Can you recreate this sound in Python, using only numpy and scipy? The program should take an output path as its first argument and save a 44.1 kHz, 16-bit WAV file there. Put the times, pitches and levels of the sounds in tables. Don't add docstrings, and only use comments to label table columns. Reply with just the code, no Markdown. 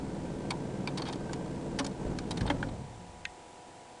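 import sys
import numpy as np
from scipy import signal
from scipy.fft import rfft, irfft
from scipy.io import wavfile

SR = 44100
rng = np.random.default_rng(int(sys.argv[2]) if len(sys.argv) > 2 else 0)


def master(y):
    cut = np.clip(np.atleast_2d(y).T, -1, 1)
    pcm = np.round(cut * 32767)
    wavfile.write(sys.argv[1], SR, pcm.astype(np.int16))


N = 176400
T = np.arange(N) / SR

# time in seconds, turns per second.
ENGINE_SPEED = [(0, 19.65), (.7, 19.95), (1, 19.8), (1.85, 19.9), (2.1, 19.5), (2.4, 18.8), (2.65, 15.5),
                (2.9, 10.5), (3.3, 5)]
# time in seconds, gain in dB.
ENGINE_LEVEL = [(0, -1.5), (1.1, -1), (1.9, -1), (1.97, -5.5), (2.03, 0.5), (2.09, 2), (2.2, -3.5),
                (2.4, 1.5), (2.63, -0.5), (2.78, -6.5), (2.93, -16.5), (3.2, -21.5), (3.4, -38), (4, -54)]
# multiple of engine speed, relative level in dB.
HUM_TONES = [(1, -9), (2, -14), (3, -9.5), (4, -9), (5, -7), (6, -5.5), (7, -1.5), (8, -2.5), (9, 1),
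             (10, -.5), (11, -10), (12, -14.5), (13, -4.5), (14, -5), (15, -21), (16, -3), (17, -2),
             (18, -17.5), (19, -11), (20, -14), (21, -15.5), (22, -4.5), (23, -17.5), (24, -17)]
# frequency in Hz, relative level in dB.
RUMBLE_SPECTRUM = [(18, -50), (30, -10), (88, -11.5), (188, -3), (228, -5), (270, -3), (297, -8),
                   (434, -10.5), (467, -7.5), (700, -16.5), (955, -19.5), (1050, -24.5), (1580, -30),
                   (2540, -36.5), (9000, -44), (11700, -71), (19800, -120)]
HUM_DB, RUMBLE_DB, BOOM_DB, WHINE_DB = -39.5, -39, -45, -64
BOOM_MULTIPLE, WHINE_MULTIPLE = 8, 78.6
FIRING_DEPTH, LOPE_DEPTH = 0.3, 0.17
# time in seconds, level in dB.
SHUDDER_LEVEL = [(0, -84), (1.97, -64), (2.02, -42.5), (2.09, -38), (2.16, -43.5), (2.37, -57),
                 (2.405, -36), (2.56, -44), (2.7, -43), (2.85, -53), (2.95, -62), (3.25, -59.5),
                 (3.42, -72), (4, -80)]
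# frequency in Hz, relative level in dB.
SHUDDER_SPECTRUM = [(10, -20.5), (24, 2.5), (55, 5), (90, 3.5), (135, -3), (190, -11), (300, -22),
                    (800, -83)]
# time in seconds, pitch in Hz.
GROAN_PITCH = [(2.5, 282.6), (2.65, 239), (2.75, 141.6), (2.87, 133.5), (2.95, 111.3), (3.03, 100.4),
               (3.3, 95)]
# time in seconds, level in dB.
GROAN_LEVEL = [(2.48, -89.5), (2.54, -45), (2.63, -50), (2.7, -65), (2.77, -50), (2.83, -46.5), (2.92, -55),
               (3.03, -57.5), (3.15, -67), (3.35, -78)]

# start in seconds, level in dB, boost of the low ring in dB,
# boost of the hollow middle in dB.
CLUNKS = [(2.4996, -17.5, 0, -7), (2.627, -29, 0.5, 9)]
# pitch in Hz, relative level in dB, fade time in seconds.
# A fade time (t60) is how long a sound takes to drop by 60 dB.
LINKAGE_MODES = [(288.5, 3, 0.094), (568, -5, 0.11), (825, -0.5, 0.056), (935, -7.5, 0.069),
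                 (1442, -7, 0.047), (1560, 0, 0.027), (1740, 1, 0.026), (2120, -13, 0.027),
                 (3174, -1, 0.025), (3350, -3.5, .022), (4150, -17, .025)]
# frequency in Hz, relative level in dB.
KNOCK_SPECTRUM = [(150, -14), (700, -1), (1600, 5), (2500, -5), (3300, -9), (5000, -14.5), (10000, -27)]
KNOCK_DB, KNOCK_T60_S = -7.5, 0.06
# start in seconds, rattle length in seconds, level in dB,
# body boost in dB, treble boost in dB, ringing pitch in Hz, ringing boost in dB.
CLICKS = [(.504, 0.006, -31.5, 4, 6, 1490, 1), (0.516, .003, -32, 16, -14, 905, 20),
          (0.873, 0.0015, -32.5, 5, 3.5, 4500, -5), (.882, 0.0053, -45, 3, -20, 3630, 10),
          (.973, 0.011, -36.5, 2, 2, 4430, -1), (.993, 0.006, -39, 12, -8, 3200, -17),
          (1.019, 0.0018, -32, 4, 0, 4370, 9), (1.052, 0.036, -42.5, 7, -6, 3300, 2),
          (1.083, 0.0055, -37, 2, 4, 840, 8), (1.092, 0.0068, -39.5, 2, -14, 880, 13),
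          (1.125, 0.0088, -39.5, 6, 3.5, 3330, 6), (1.156, .001, -49, -14, 12, 6200, 0),
          (1.292, 0.0042, -40.5, 15, -10, 1550, 18), (1.331, 0.0012, -32, 3, 5, 6950, 8),
          (1.787, .012, -30.5, 3.5, 2, 5670, 10), (1.803, 0.0083, -38, 10, -15, 1060, 12),
          (1.844, 0.0054, -37.5, 4.5, 5, 6920, 18), (1.864, .002, -35, -1, 12, 8340, -10),
          (2.1856, 0.0016, -32.5, 1, 3, 7050, 12), (2.307, 0.0083, -34.5, 7, 8.5, 3940, 12),
          (2.371, 0.0077, -39, 3, 5, 4000, 6), (2.4066, 0.0075, -37.5, 5.5, -0.5, 1720, 3),
          (2.454, 0.0049, -36, 12, -10, 704, 19), (2.462, 0.0045, -40.5, 2, 0, 8500, 19.5),
          (2.473, 0.0071, -36.5, 11, -30, 3600, 3), (2.686, 0.0052, -49, 1, -25, 4300, -12)]
# pitch in Hz, width in Hz, gain in dB.
HOUSING_RESONANCES = [(877, 163, 6), (1640, 450, 1.5), (2250, 240, 2.5), (3180, 330, 1.5), (3677, 145, 5),
                      (4470, 880, 2), (6230, 2500, -6.5), (8760, 2500, -10)]
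CLICK_RISE_S, CLICK_LOW_T60_S, CLICK_TREBLE_T60_S = 0.0016, 0.071, 0.028
CLICK_GRAIN_DB, CLICK_SPLIT_HZ, CLICK_RING_WIDTH_HZ = 3.5, 1600, 140
# start in seconds, level in dB, pitch multiplier.
BUTTON_TAPS = [(.5075, -29.5, .975), (.8738, -30, 1.005)]
# pitch in Hz, relative level in dB, fade time in seconds.
BUTTON_MODES = [(944, -7.5, 0.083), (1540, -9, 0.046), (2330, 1.5, 0.044), (2560, -10.5, 0.051),
                (3580, -11.5, 0.053), (3910, -15, 0.057), (4480, -9, 0.032), (4760, -7, .028)]
# start in seconds, level in dB, pitch in Hz,
# fade time in seconds, relative level of the overtone in dB.
BUMPS = [(1.793, -27.5, 274, 0.18, -2), (2.403, -26, 111.2, 0.27, -5.5)]
BUMP_RISE_S, BUMP_OVERTONE_RATIO = 0.014, 2.08

# pitch in Hz, relative level in dB, fade time in seconds.
SWITCH_MODES = [(1587, -2.5, .028), (1860, -6.5, 0.08), (2090, -5, 0.037), (2370, 2.5, 0.021),
                (2560, 0.5, 0.02), (3000, -3.5, 0.022), (3550, -2, 0.024), (4150, 0, 0.014),
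                (6420, -6.5, .012)]
SWITCH_TIME_S, SWITCH_DB = 3.2527, -26
SNAP_DB, SNAP_T60_S = -3, 0.018
PUMP_START_S, PUMP_HZ, PUMP_DB, PUMP_SAG_HZ_PER_S, PUMP_FADE_S = 2.93, 180, -56, 40, 0.024

# time in seconds, turns per second.
BLOWER_SPEED = [(0, 45.1), (2.62, 45.1), (2.81, 44.5), (3.06, 43.8), (3.63, 42.8), (4, 42.5)]
# multiple of blower speed, level in dB.
BLOWER_TONES = [(6, -71.5), (8, -70.5), (12, -67), (13, -73), (14, -67), (15, -73), (16, -62), (17, -67),
                (18, -67), (19, -63), (20, -67), (21, -66), (22, -76), (24, -76)]
# pitch in Hz, level in dB.
ELECTRICAL_TONES = [(488.6, -63.5), (732.3, -61.5), (976.2, -61), (1219, -80), (1464, -79), (7612, -76.5),
                    (7644, -76)]
# frequency in Hz, relative level in dB.
AIR_SPECTRUM = [(20, -15.5), (100, -7.5), (180, -7), (330, -5), (420, -7), (540, -11.5), (700, -13),
                (1000, -13), (1300, -15.5), (2100, -16.5), (5000, -22.5), (7800, -22.5), (10000, -25.5)]
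AIR_DB, BACKGROUND_WAVER = -54, 0.09
RING_RISE_CYCLES, CUTOFF_HZ = 3.6, 10130


def engine():
    turns = np.cumsum(curve(ENGINE_SPEED)) / SR
    hum = unit(sum(amp(db) * tone(k * turns, waver=0.22, rate_hz=1.3) for k, db in HUM_TONES))
    whine = tone(WHINE_MULTIPLE * turns, waver=0.99, rate_hz=13)
    firing = np.cos(6 * np.pi * turns)
    lope = np.cos(2 * np.pi * turns)
    throb = 1 + FIRING_DEPTH * firing + LOPE_DEPTH * lope
    rumble = colour(throb * rng.standard_normal(N), RUMBLE_SPECTRUM)
    boom = unit((1 + lope) ** 2 * tone(BOOM_MULTIPLE * turns, waver=0.34, rate_hz=6))
    sound = amp(HUM_DB) * hum + amp(RUMBLE_DB) * rumble + amp(BOOM_DB) * boom + amp(WHINE_DB) * whine
    return amp(curve(ENGINE_LEVEL)) * sound


def shudder():
    return amp(curve(SHUDDER_LEVEL)) * colour(rng.standard_normal(N), SHUDDER_SPECTRUM)


def groan():
    cycles = np.cumsum(curve(GROAN_PITCH)) / SR
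    return amp(curve(GROAN_LEVEL)) * tone(cycles, waver=0.45, rate_hz=12)


def lever_clunk(db, low_db, middle_db):
    t = np.arange(SR // 4) / SR
    modes = [(hz, level + (low_db if hz < 1000 else middle_db if hz < 1650 else 0), t60)
             for hz, level, t60 in LINKAGE_MODES]
    knock = amp(KNOCK_DB - 60 * t / KNOCK_T60_S) * colour(rng.standard_normal(len(t)), KNOCK_SPECTRUM)
    rise = np.minimum(t / CLICK_RISE_S, 1)
    return amp(db) * rise * (0.66 * ring(modes, t) + knock)


def lever_click(length_s, db, body_db, treble_db, ring_hz, ring_db):
    t = np.arange(SR // 8) / SR
    hz = np.fft.rfftfreq(len(t), 1 / SR)
    rise = np.minimum(t / CLICK_RISE_S, 1)
    since_rattle = np.maximum(t - length_s, 0)
    slow_fade = rise * amp(-60 * since_rattle / CLICK_LOW_T60_S)
    fast_fade = rise * amp(-60 * since_rattle / CLICK_TREBLE_T60_S)
    grains = np.sign(rng.standard_normal(len(t))) * amp(CLICK_GRAIN_DB * rng.standard_normal(len(t)))
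    low_share = 1 / (1 + (hz / CLICK_SPLIT_HZ) ** 2)
    rattle = low_share * rfft(grains * slow_fade) + (1 - low_share) * rfft(grains * fast_fade)
    housing = sum((-1) ** k * amp(level) / (1 + 2j * (hz - pitch) / width)
                  for k, (pitch, width, level) in enumerate(HOUSING_RESONANCES))
    ring_boost = 1 + amp(ring_db) / (1 + 2j * (hz - ring_hz) / CLICK_RING_WIDTH_HZ)
    tilt = shape([(200, 5.9), (900, body_db), (2300, 0.59), (4200, 0.86), (7000, treble_db)], hz)
    sound = irfft(rattle * housing * ring_boost * tilt, len(t))
    return amp(db) * unit(sound) * np.sqrt(np.mean(fast_fade ** 2))


def button_tap(db, pitch_factor):
    t = np.arange(SR // 6) / SR
    return amp(db) * ring([(hz * pitch_factor, level, t60) for hz, level, t60 in BUTTON_MODES], t)


def lever_bump(db, hz, t60, overtone_db):
    t = np.arange(SR // 3) / SR
    phase = 2 * np.pi * hz * t
    swing = np.sin(phase) + amp(overtone_db) * np.sin(BUMP_OVERTONE_RATIO * phase)
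    rise = np.minimum(t / BUMP_RISE_S, 1)
    return rise * amp(db - 60 * t / t60) * swing


def switch_click():
    t = np.arange(SR // 8) / SR
    noise = colour(rng.standard_normal(len(t)),
                   [(900, -24), (1500, -5), (2200, 1), (4200, -2), (5200, -28), (6700, -10), (8000, -33)])
    snap = amp(SNAP_DB - 60 * t / SNAP_T60_S) * noise
    return amp(SWITCH_DB) * (0.66 * ring(SWITCH_MODES, t) + snap)


def pump():
    fade_in = np.clip((T - PUMP_START_S) / PUMP_FADE_S, 0, 1)
    fade_out = np.clip(1 + (SWITCH_TIME_S - T) / PUMP_FADE_S, 0, 1)
    hz = PUMP_HZ - PUMP_SAG_HZ_PER_S * (T - PUMP_START_S)
    return amp(PUMP_DB) * fade_in * fade_out * tone(np.cumsum(hz) / SR, waver=0.37, rate_hz=8)


def cabin_background():
    turns = np.cumsum(curve(BLOWER_SPEED)) / SR
    blower = sum(amp(db) * tone(k * turns, BACKGROUND_WAVER, rate_hz=1.3) for k, db in BLOWER_TONES)
    hum = sum(amp(db) * tone(hz * T, BACKGROUND_WAVER, rate_hz=4) for hz, db in ELECTRICAL_TONES)
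    air = amp(AIR_DB) * colour(rng.standard_normal(N), AIR_SPECTRUM)
    return blower + hum + air


def amp(db):
    return 10 ** (np.asarray(db) / 20)


def unit(x):
    return x / np.sqrt(np.mean(x ** 2) + 1e-20)


def curve(points):
    return np.interp(T, *np.transpose(points))


def shape(points, hz):
    point_hz, db = np.transpose(points)
    return amp(np.interp(np.log(hz + 1), np.log(point_hz + 1), db))


def colour(x, points):
    hz = np.fft.rfftfreq(len(x), 1 / SR)
    return unit(irfft(rfft(x) * shape(points, hz), len(x)))


def drift(rate_hz):
    keep_slow = np.exp(-(np.fft.rfftfreq(N, 1 / SR) / rate_hz) ** 2)
    return unit(irfft(rfft(rng.standard_normal(N)) * keep_slow, N))


def tone(cycles, waver, rate_hz):
    wobble = 1 + waver * (drift(rate_hz) + 1j * drift(rate_hz))
    return unit((wobble * np.exp(2j * np.pi * (cycles + rng.random()))).real)


def ring(modes, t):
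    sound = np.zeros(len(t))
    for hz, db, t60 in modes:
        rise = np.minimum(t * hz / RING_RISE_CYCLES, 1)
        sound += amp(db - 60 * t / t60) * rise * np.sin(2 * np.pi * (hz * t + rng.random()))
    return sound


def add(mix, start_s, sound):
    part = mix[round(start_s * SR):][:len(sound)]
    part += sound[:len(part)]


def scene():
    mix = engine() + shudder() + groan() + pump() + cabin_background()
    for events, source in ((CLICKS, lever_click), (BUTTON_TAPS, button_tap),
                           (BUMPS, lever_bump), (CLUNKS, lever_clunk)):
        for start_s, *settings in events:
            add(mix, start_s, source(*settings))
    add(mix, SWITCH_TIME_S, switch_click())
    return mix[None]


def record(dry):
    low_pass = signal.firwin(1023, CUTOFF_HZ, window=("kaiser", 8), fs=SR)
    return signal.oaconvolve(dry, low_pass[None], "same")


dry = scene()
out = record(dry)
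master(out)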